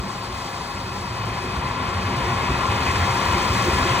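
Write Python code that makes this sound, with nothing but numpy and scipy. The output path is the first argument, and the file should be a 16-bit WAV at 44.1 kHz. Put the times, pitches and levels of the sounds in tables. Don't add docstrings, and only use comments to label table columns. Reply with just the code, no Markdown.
import sys
import numpy as np
from scipy import signal
from scipy.fft import rfft, irfft
from scipy.io import wavfile

SR = 44100
rng = np.random.default_rng(int(sys.argv[2]) if len(sys.argv) > 2 else 0)


def inscribe(sig):
    pcm = np.round(np.clip(np.atleast_2d(sig).T, -1, 1) * 32767)
    wavfile.write(sys.argv[1], SR, pcm.astype(np.int16))


N = 176400
HZ = np.fft.rfftfreq(N, 1 / SR)
T = np.arange(N) / SR

# time in seconds, relative level in dB.
CHURN_CURVE = [(0, -10.5), (.3, -10.7), (.55, -9.3), (.85, -8.5), (1.25, -6.8), (1.7, -4.3), (2.05, -3.5),
               (2.3, -2.6), (2.6, -2.5), (3.1, -.9), (3.4, -1), (4, -0.5)]
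PRESSURE_CURVE = [(0, -12), (.5, -11), (.9, -11.5), (1.3, -8.5), (1.7, -6.5), (2, -5), (2.25, -4),
                  (2.6, -2), (2.9, -1.5), (3.2, -0.9), (3.6, -1.5), (4, 0.5)]
HISS_CURVE = [(0, -25), (.42, -9.5), (.8, -16.5), (1.4, -16.5), (1.8, -18), (2.2, -8), (2.6, -6), (3, -1.5),
              (3.3, -0.9), (3.52, 1.1), (3.75, 1), (4, -0.5)]
# frequency in Hz, relative spectral density in dB.
RUMBLE_SPECTRUM = [(20, -35), (40, -7), (60, 1), (90, -5.5), (130, -4), (170, -5), (300, -12.5), (600, -22),
                   (1500, -65)]
ROAR_SPECTRUM = [(100, -42), (300, -10.5), (700, -2.5), (1100, -1), (1700, -5), (2300, -6.5), (2800, -11),
                 (4600, -15.5), (6500, -34.5), (15000, -56)]
HISS_SPECTRUM = [(1000, -29), (2800, -4), (4600, 3), (6000, -3), (10000, -8.5), (15600, -13.5)]
SPRAY_SPECTRUM = [(80, -18), (300, -5.5), (800, 3.5), (1700, -4.5), (2200, -22), (3000, -11), (4600, 0.5),
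                  (6000, -10.5), (10000, -14), (15600, -20.5)]
# time of peak in seconds, length in seconds, pitch in Hz, level in dB.
GAS_SLUGS = [(.005, 0.03, 62, -26), (0.342, .09, 62, -38), (1.096, .06, 109, -33), (1.26, .13, 114.1, -31),
             (1.59, .035, 75, -30), (1.967, 0.043, 85, -27), (2.06, 0.044, 90, -24),
             (2.182, 0.027, 126.7, -24.5), (2.245, .032, 68, -24.5), (2.314, 0.066, 123.7, -27.5),
             (2.505, 0.039, 128.4, -25), (2.512, 0.058, 66.4, -23.5), (2.659, 0.034, 78, -24),
             (2.707, .06, 92.3, -26.5), (2.817, 0.057, 91.4, -26.5), (2.897, 0.039, 85, -24),
             (2.982, 0.032, 92.7, -26.5), (3.026, .042, 87.4, -21), (3.112, 0.024, 111, -24.5),
             (3.301, .03, 82, -21.5), (3.34, .025, 72, -24), (3.508, .022, 88, -18.5),
             (3.686, .028, 365.4, -26), (3.739, .022, 80, -23), (3.823, .022, 68, -23.5),
             (3.924, .03, 118, -20)]
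# time of peak in seconds, length in seconds,
# centre frequency in Hz, spread in octaves, level in dB before the vent's resonances.
WATER_CLUMPS = [(.04, .11, 190, .7, -39.5), (1.452, 0.045, 380, .3, -38), (1.9, 0.12, 1030, 0.11, -38.5),
                (2.2, 0.076, 380, 0.8, -35.5), (2.267, .045, 370, 0.22, -38.5), (2.503, .04, 208, .6, -33),
                (2.88, 0.054, 2250, .3, -33.5), (3.03, 0.052, 1900, 0.21, -37), (3.2, 0.088, 1020, .2, -35),
                (3.37, 0.032, 296, 0.46, -36), (3.59, 0.11, 1920, 0.2, -34), (3.69, 0.075, 378, 0.77, -32),
                (3.856, .042, 365, 0.23, -36.5), (3.91, .08, 2900, 0.59, -35.5)]
# frequency in Hz, width in Hz, lift in dB.
VENT_MODES = [(90, 14.4, 7), (118.3, 36, 8), (196.1, 23.3, 8.5), (255.5, 26, 8), (366, 55, 11.5),
              (457, 23, 5), (533.6, 28.6, 7.5), (699, 15, 5.5), (811, 23, 7.5), (935.5, 35, 7),
              (1010, 53, 8.2), (1112, 135, 7.5), (1380, 100, 6), (1705, 47, 6.5), (1963, 154, 4),
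              (2150, 70, 4), (2539, 146, 11.5), (2940, 66, 8), (3192, 144, 6), (3545, 65, 5.5)]
# frequency in Hz, left phase lead in radians, coherence from 0 to 1. From 11 to 13.5
# kHz the channels are in opposite phase.
STEREO_IMAGE = [(100, 0, .985), (400, .1, .94), (1000, -.3, .98), (1250, -1, .72), (1600, -1.6, .72),
                (1950, -.1, .95), (2450, 1.3, .88), (2850, 1.7, .72), (3500, .2, .78), (3950, -1.2, .35),
                (4500, -2.5, .78), (5250, -3.1, .95), (5600, -2.1, .41), (5850, -.8, .77),
                (7700, -1.5, .88), (8700, -2.5, .55), (9800, -2.3, .89), (11000, -3.14, 1),
                (13500, -3.14, 1), (14300, -3.7, .75), (15300, -4.3, .7)]
# frequency in Hz, level of left over right in dB.
STEREO_BALANCE = [(200, -1.5), (380, 1.5), (550, 5), (800, 2.5), (1050, 9), (1500, 4), (2000, 2.5),
                  (2300, 0), (3000, 1), (6000, 0)]
# frequency in Hz, gain in dB.
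MIC_RESPONSE = [(4800, 0), (5300, 1), (5700, -1), (6450, 2.5), (6900, -2), (7400, 3), (7900, 3), (8400, -4),
                (8950, -5), (9550, 4), (10100, 4), (10700, 0), (11250, -6), (11750, 1), (12300, 2),
                (13400, -3.5), (14000, 3), (14650, 1), (15150, 4.5), (15600, 1)]

RUMBLE_DB, ROAR_DB, HISS_DB, SPRAY_DB, DROPS_DB, THROAT_DB = -31, -26.5, -33, -37.5, -57, -30.5
BAND_LIMIT_HZ = 15750


def amp(db):
    return 10 ** (np.asarray(db) / 20)


def unit(x):
    return x / np.sqrt(np.mean(x ** 2) + 1e-20)


def over_hz(table, column=1):
    rows = np.array(table, float)
    return np.interp(np.log(HZ + 1), np.log(rows[:, 0] + 1), rows[:, column])


def over_time(table):
    return np.interp(T, *np.transpose(table))


def wander(rate_hz):
    lowpass = np.exp(-(HZ / rate_hz) ** 2) * (HZ > 1)
    return unit(irfft(rfft(rng.standard_normal(N)) * lowpass, N))


def turbulence(spectrum, patchy_db, flutter_db, rate_hz, count=9):
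    white = rfft(rng.standard_normal((2, N)))
    shaped = white * amp(over_hz(spectrum)) * np.minimum(HZ / 20, 1) ** 2
    band_position = np.sqrt(np.minimum(HZ / BAND_LIMIT_HZ, 1)) * (count - 1)
    out = np.zeros((2, N))
    for k in range(count):
        band = np.maximum(1 - abs(band_position - k), 0)
        out += irfft(shaped * band, N) * amp(patchy_db * wander(rate_hz))
    return unit(out * amp(flutter_db * wander(rate_hz)))


def rumble():
    noise = turbulence(RUMBLE_SPECTRUM, patchy_db=0.5, flutter_db=0.2, rate_hz=35)
    return noise * amp(RUMBLE_DB + over_time(CHURN_CURVE))


def roar(pressure_exponent=1.054):
    noise = turbulence(ROAR_SPECTRUM, patchy_db=0.8, flutter_db=.5, rate_hz=37)
    return noise * amp(ROAR_DB + pressure_exponent * over_time(PRESSURE_CURVE))


def hiss():
    noise = turbulence(HISS_SPECTRUM, patchy_db=1.1, flutter_db=0.5, rate_hz=70)
    return noise * amp(HISS_DB + over_time(HISS_CURVE))


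def spray():
    return turbulence(SPRAY_SPECTRUM, patchy_db=1.2, flutter_db=0.73, rate_hz=28) * amp(SPRAY_DB)


def drops(per_second=1400, spread_db=1, low_hz=1800, high_hz=13000, decay_cycles=0.89, pitches=16):
    out, t = np.zeros((2, N)), T[:256]
    for hz in np.geomspace(low_hz, high_hz, pitches):
        tick = unit(np.sin(2 * np.pi * hz * t) * np.exp(-t * hz / decay_cycles)) / np.sqrt(hz)
        sizes = np.minimum(rng.exponential(1, (2, N)), 5)
        lands = rng.random((2, N)) < per_second / pitches / SR
        impacts = amp(spread_db * sizes) * lands
        out += signal.oaconvolve(impacts, tick[None], axes=1)[:, :N]
    return unit(out) * amp(DROPS_DB)


def throat(hz=1035, drift_share=.035, drift_hz=9, width_hz=34):
    pitch = hz * (1 + drift_share * wander(drift_hz))
    phase = 2 * np.pi * np.cumsum(pitch) / SR
    note = [wander(width_hz) * np.cos(phase) + wander(width_hz) * np.sin(phase) for _ in range(2)]
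    return np.array(note) * amp(THROAT_DB + over_time(PRESSURE_CURVE))


def gulps(wobble_share=0.064):
    out = np.zeros(N)
    for at, length, hz, db in GAS_SLUGS:
        near = abs(T - at) < 2 * length
        t = T[near] - at
        start_turns, wobble_turns = rng.random(2)
        pitch = hz * (1 + wobble_share * np.sin(np.pi * t / length + 2 * np.pi * wobble_turns))
        throb = np.sqrt(2) * np.sin(2 * np.pi * (start_turns + np.cumsum(pitch) / SR))
        out[near] += amp(db) * throb * np.exp(-(2 * t / length) ** 2)
    return out


def splutters():
    out = np.zeros((2, N))
    for at, length, hz, octaves, db in WATER_CLUMPS:
        band = np.exp(-.5 * (np.log2((HZ + 1) / hz) / octaves) ** 2)
        swell = np.exp(-(2 * (T - at) / length) ** 2)
        noise = unit(irfft(rfft(rng.standard_normal((2, N))) * band, N))
        out += amp(db) * swell * noise
    return out


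def vent(x):
    lift_db = sum(db / (1 + (2 * (HZ - hz) / width) ** 2) for hz, width, db in VENT_MODES)
    return irfft(rfft(x) * amp(lift_db), N)


def stereo_image(x):
    common, independent = rfft(x)
    phase_lead = over_hz(STEREO_IMAGE)
    coherence = np.clip(over_hz(STEREO_IMAGE, column=2), 0, 1)
    balance = amp(over_hz(STEREO_BALANCE))
    left = common * balance * np.exp(1j * phase_lead)
    right = coherence * common + np.sqrt(1 - coherence ** 2) * independent
    equal_power = np.sqrt(2 / (1 + balance ** 2))
    return irfft(np.array([left, right]) * equal_power, N)


def scene():
    resonant_noise = vent(rumble() + roar() + hiss() + spray() + splutters())
    return stereo_image(resonant_noise + drops() + throat()) + gulps()


def record(dry):
    coloured = irfft(rfft(dry) * amp(over_hz(MIC_RESPONSE)), N)
    lowpass = signal.firwin(511, BAND_LIMIT_HZ, window=("kaiser", 9), fs=SR)
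    return signal.oaconvolve(coloured, lowpass[None], "same")


dry = scene()
out = record(dry)
inscribe(out)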